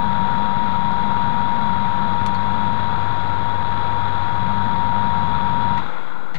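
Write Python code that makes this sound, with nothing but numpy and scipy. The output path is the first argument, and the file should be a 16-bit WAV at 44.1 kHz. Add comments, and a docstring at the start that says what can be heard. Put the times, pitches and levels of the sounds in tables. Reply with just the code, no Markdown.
"""A metal lathe, heard close to its spinning chuck, on the left channel only.
Its feed motor whines over the hum of a shuddering drive, which also modulates the whine.
Rolling gears and bearings excite the resonances of the headstock in a broadband churn.
A chip ticks on steel and bounces; later the feed stops dead with a knock, the churn
dulls as the spindle coasts, and a clack follows."""
import sys
import numpy as np
from scipy import signal
from scipy.fft import rfft, irfft
from scipy.io import wavfile

SR = 44100
rng = np.random.default_rng(int(sys.argv[2]) if len(sys.argv) > 2 else 0)


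def pcm_store(signal):
    """Save signal as 16-bit PCM."""
    levels = np.round(np.clip(np.atleast_2d(signal), -1, 1) * 32767)
    wavfile.write(sys.argv[1], SR, levels.astype(np.int16).T)


N = 281358
TIME = np.arange(N) / SR
STOP_S = 5.785  # the feed is switched off


def gain_of(db):
    """Amplitude ratio of a level in decibels."""
    return 10 ** (np.asarray(db) / 20)


def unit_rms(x):
    """Normalisation to rms 1."""
    return x / np.sqrt(np.mean(x ** 2) + 1e-20)


def spectrum_at(table, hz):
    """Interpolation of each column on a log-frequency axis."""
    f, *columns = np.transpose(table)
    return [np.interp(np.log(hz + 1), np.log(f + 1), c) for c in columns]


def wander(hz):
    """Low-pass noise: random motion of rms 1, mostly slower than hz."""
    f = np.fft.rfftfreq(N, 1 / SR)
    return unit_rms(irfft(rfft(rng.standard_normal(N)) / (1 + (f / hz) ** 2) ** 2, N))


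def ramp(start_s, length_s):
    """Linear rise from 0 to 1."""
    return np.clip((TIME - start_s) / length_s, 0, 1)


# The shudder loses its step: (time [s], half-width [s], extra frequency deviation [Hz])
SLIP_BURSTS = [(2.38, .13, 12), (5.48, .15, 32)]

def drive_shudder(rate_hz=99.12, slip_hz=9.5, heavy_slip_hz=3):
    """Frequency modulation: the drive's cycle keeps slipping. Returns its phase and two-tone hum."""
    heavy = ramp(1.85, 0.58)  # the shudder turns heavy
    lull = ramp(2.74, 0.32) - ramp(4.3, 0.12)  # the octave drops away, then snaps back
    stumbles_hz = sum(hz * np.exp(-((TIME - s) / half) ** 2) for s, half, hz in SLIP_BURSTS)
    deviation_hz = slip_hz + heavy_slip_hz * heavy + stumbles_hz
    jerks = wander(121.1) * wander(24.94)  # mostly small, with sudden peaks
    phase = 2 * np.pi * np.cumsum(rate_hz + deviation_hz * jerks) / SR
    fundamental = gain_of(-40 + 5.6 * heavy + 0.7 * lull) * (1 + 0.088 * wander(66)) * np.cos(phase)
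    octave = gain_of(-32.5 - 0.6 * heavy - 12 * lull) * (1 + 0.27 * wander(130)) * np.cos(2 * phase)
    inertia = signal.butter(8, 240, fs=SR, output="sos")  # the heavy slide cannot follow fast jerks
    hum = signal.sosfilt(inertia, fundamental + octave)
    ring_down = np.exp(-np.maximum(TIME - STOP_S, 0) / 0.028)  # the slide shakes on for a few cycles
    return phase, np.sqrt(2) * hum * ring_down


# Envelope of the motor's whine: (time [s], relative level [dB])
WHINE_ENVELOPE = [(0, -26.4), (1.3, -26), (2.4, -27.2), (3.1, -29), (4.25, -29), (5.0, -25.5), (5.33, -27),
                  (5.76, -25.5)]
# Tones beside the whine: (offset [multiples of the shudder rate], level re the whine [dB])
WHINE_SIDEBANDS = [(-2, -19), (-1, -17.5), (1, -33)]

def feed_motor(shudder_phase, pitch_hz=945.5, overtone_db=-33, brake_s=0.025):
    """Modulation sidebands: the shudder roughens the motor's tone with partials on either side."""
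    frequency_hz = pitch_hz + 1.11 * wander(18) + 3.49 * wander(110)  # drift and flutter
    phase = np.pi / 2 + 2 * np.pi * np.cumsum(frequency_hz) / SR
    phase += 0.26 * wander(17)  # the rotor hunts about its set speed
    whine = (1 + 0.085 * wander(240)) * np.cos(phase) + gain_of(overtone_db) * np.cos(2 * phase)
    for multiple, db in WHINE_SIDEBANDS:
        whine += gain_of(db) * np.cos(phase + round(multiple) * shudder_phase)
    level_db = np.interp(TIME, *np.transpose(WHINE_ENVELOPE)) + 0.52
    running = 1 - ramp(STOP_S, brake_s)
    return np.sqrt(2) * gain_of(level_db) * whine * running


# Rolling noise at full speed: (frequency [Hz], relative spectral density [dB])
ROLLING_SPECTRUM = [(20, -67.5), (70, -61), (150, -55.5), (270, -65), (370, -69), (680, -68), (880, -61),
                    (1200, -64.5), (1500, -66.5), (1900, -73.5), (2400, -77.5), (3000, -84.5), (4300, -88),
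                    (5800, -107), (9000, -118)]
# Resonances of the headstock and chuck: (frequency [Hz], width [Hz], lift [dB])
CASTING_MODES = [(499, 37, 4.5), (1067, 82, 2), (1375, 160, 4.5), (2760, 75, 1.5), (3426, 323, 13),
                 (3880, 316, 11.5), (6650, 550, 8.5), (7350, 400, 7.5), (8800, 400, 6)]
# Attenuation as the spindle coasts: (frequency [Hz], loss at the stop [dB], decay rate [dB/s])
COASTING_LOSS = [(30, 3, -5), (110, 14, 15), (298, 3.5, 0), (520, 2.5, 6.5), (950, 1.5, 12),
                 (1190, 1.5, 19), (1430, 0.5, 5.5), (1650, 2.5, 17), (2100, -2, 22), (3450, 0.5, 26),
                 (3880, 2.5, 24), (7000, -0.5, 20)]

def headstock(rattle_db=0.83, ripple_db=1.16, ripple_hz=100.4, drop_s=0.14):
    """Forced vibration: gears and bearings ring the casting, duller and fainter as the spindle coasts."""
    torque_ripple = np.sin(2 * np.pi * ripple_hz * TIME) * (TIME < STOP_S)
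    load_db = rattle_db * wander(160) + ripple_db * torque_ripple
    contact = unit_rms(rng.standard_normal(N) * gain_of(load_db)) * np.sqrt(SR / 2)
    hz, t, spectra = signal.stft(contact, SR, nperseg=2048, noverlap=1536)
    resonance_db = sum(db * np.exp(-2 * ((hz - f) / width) ** 2) for f, width, db in CASTING_MODES)
    colour_db = spectrum_at(ROLLING_SPECTRUM, hz)[0] + resonance_db
    drop_db, fade_db_per_s = spectrum_at(COASTING_LOSS, hz)
    coast_s = np.maximum(t - STOP_S, 0)
    loss_db = np.outer(drop_db, np.minimum(coast_s / drop_s, 1)) + np.outer(fade_db_per_s, coast_s)
    spectra *= gain_of(colour_db[:, None] - loss_db)
    return signal.istft(spectra, SR, nperseg=2048, noverlap=1536)[1][:N]


def microphone_hiss():
    """Self-noise: a white floor, with equal power in every hertz."""
    return gain_of(-113.5) * np.sqrt(SR / 2) * rng.standard_normal(N)


# Spectrum of struck steel: (frequency [Hz], relative level [dB])
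STEEL_SPECTRUM = [(300, -8), (1300, -7), (2000, 4.5), (2700, -4.5), (3900, -3), (5200, -13), (6800, -12.5),
                  (8200, -20.5), (9200, -18.5), (10500, -26), (12800, -32), (14000, -45)]
# Ticks and clacks, at relative levels:
# (time [s], ring level [dB], ring T60 [s], tilt above 2 kHz [dB/octave], thump [dB], ping [dB])
IMPACTS = [(2.262, -26.5, 0.024, 0.5, -80, -50), (2.266, -41, 0.084, 1, -84, -55),
           (2.341, -50, .06, -4, -80, -37), (2.346, -40, 0.045, -4, -79, -36.5),
           (5.776, -33, 0.12, -9, -63, -70), (6.344, -33.5, .04, -5.5, -70, -40),
           (6.351, -33, 0.12, -7, -30.5, -50)]

def steel_impact(ring_db, ring_t60, tilt_db, thump_db, ping_db, thump_hz=160.2, ping_hz=4360):
    """Damped free vibration: a blow excites dense steel modes, the bed's low mode and a clear ping."""
    t = TIME[:SR // 2]
    hz = np.fft.rfftfreq(len(t), 1 / SR)

    def decay(t60):
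        return np.exp(-np.log(1000) * t / t60)

    colour = gain_of(spectrum_at(STEEL_SPECTRUM, hz)[0] + tilt_db * np.log2(np.maximum(hz / 2000, 1)))
    ring = unit_rms(irfft(rfft(rng.standard_normal(len(t))) * colour, len(t)))
    ring *= decay(ring_t60) * (1 - np.exp(-t / 0.00051))
    thump = np.sin(2 * np.pi * thump_hz * t) * decay(t60=0.25)
    ping = wander(260)[:len(t)] * np.sin(2 * np.pi * ping_hz * t)  # close modes of a small steel piece
    ping *= decay(t60=0.071) * (1 - np.exp(-t / 0.0046))
    return gain_of(ring_db) * ring + gain_of(thump_db) * thump + gain_of(ping_db) * ping


def scene():
    """Superposition: all sources sum at one microphone, which feeds the left channel."""
    shudder_phase, hum = drive_shudder()
    mix = hum + feed_motor(shudder_phase) + headstock() + microphone_hiss()
    for start_s, *blow in IMPACTS:
        start = round(start_s * SR)
        impact = steel_impact(*blow)[:N - start]
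        mix[start:start + len(impact)] += impact
    return np.array([2 * mix, np.zeros(N)])


def record(dry, cutoff_hz=15250, dc_offset=0.1178):
    """Band limiting by a low-pass filter, with a constant offset on the left channel."""
    lowpass = signal.firwin(511, cutoff_hz, window=("kaiser", 9), fs=SR)
    return signal.oaconvolve(dry, lowpass[None], "same") + np.array([[dc_offset], [0]])


dry = scene()
out = record(dry)
pcm_store(out)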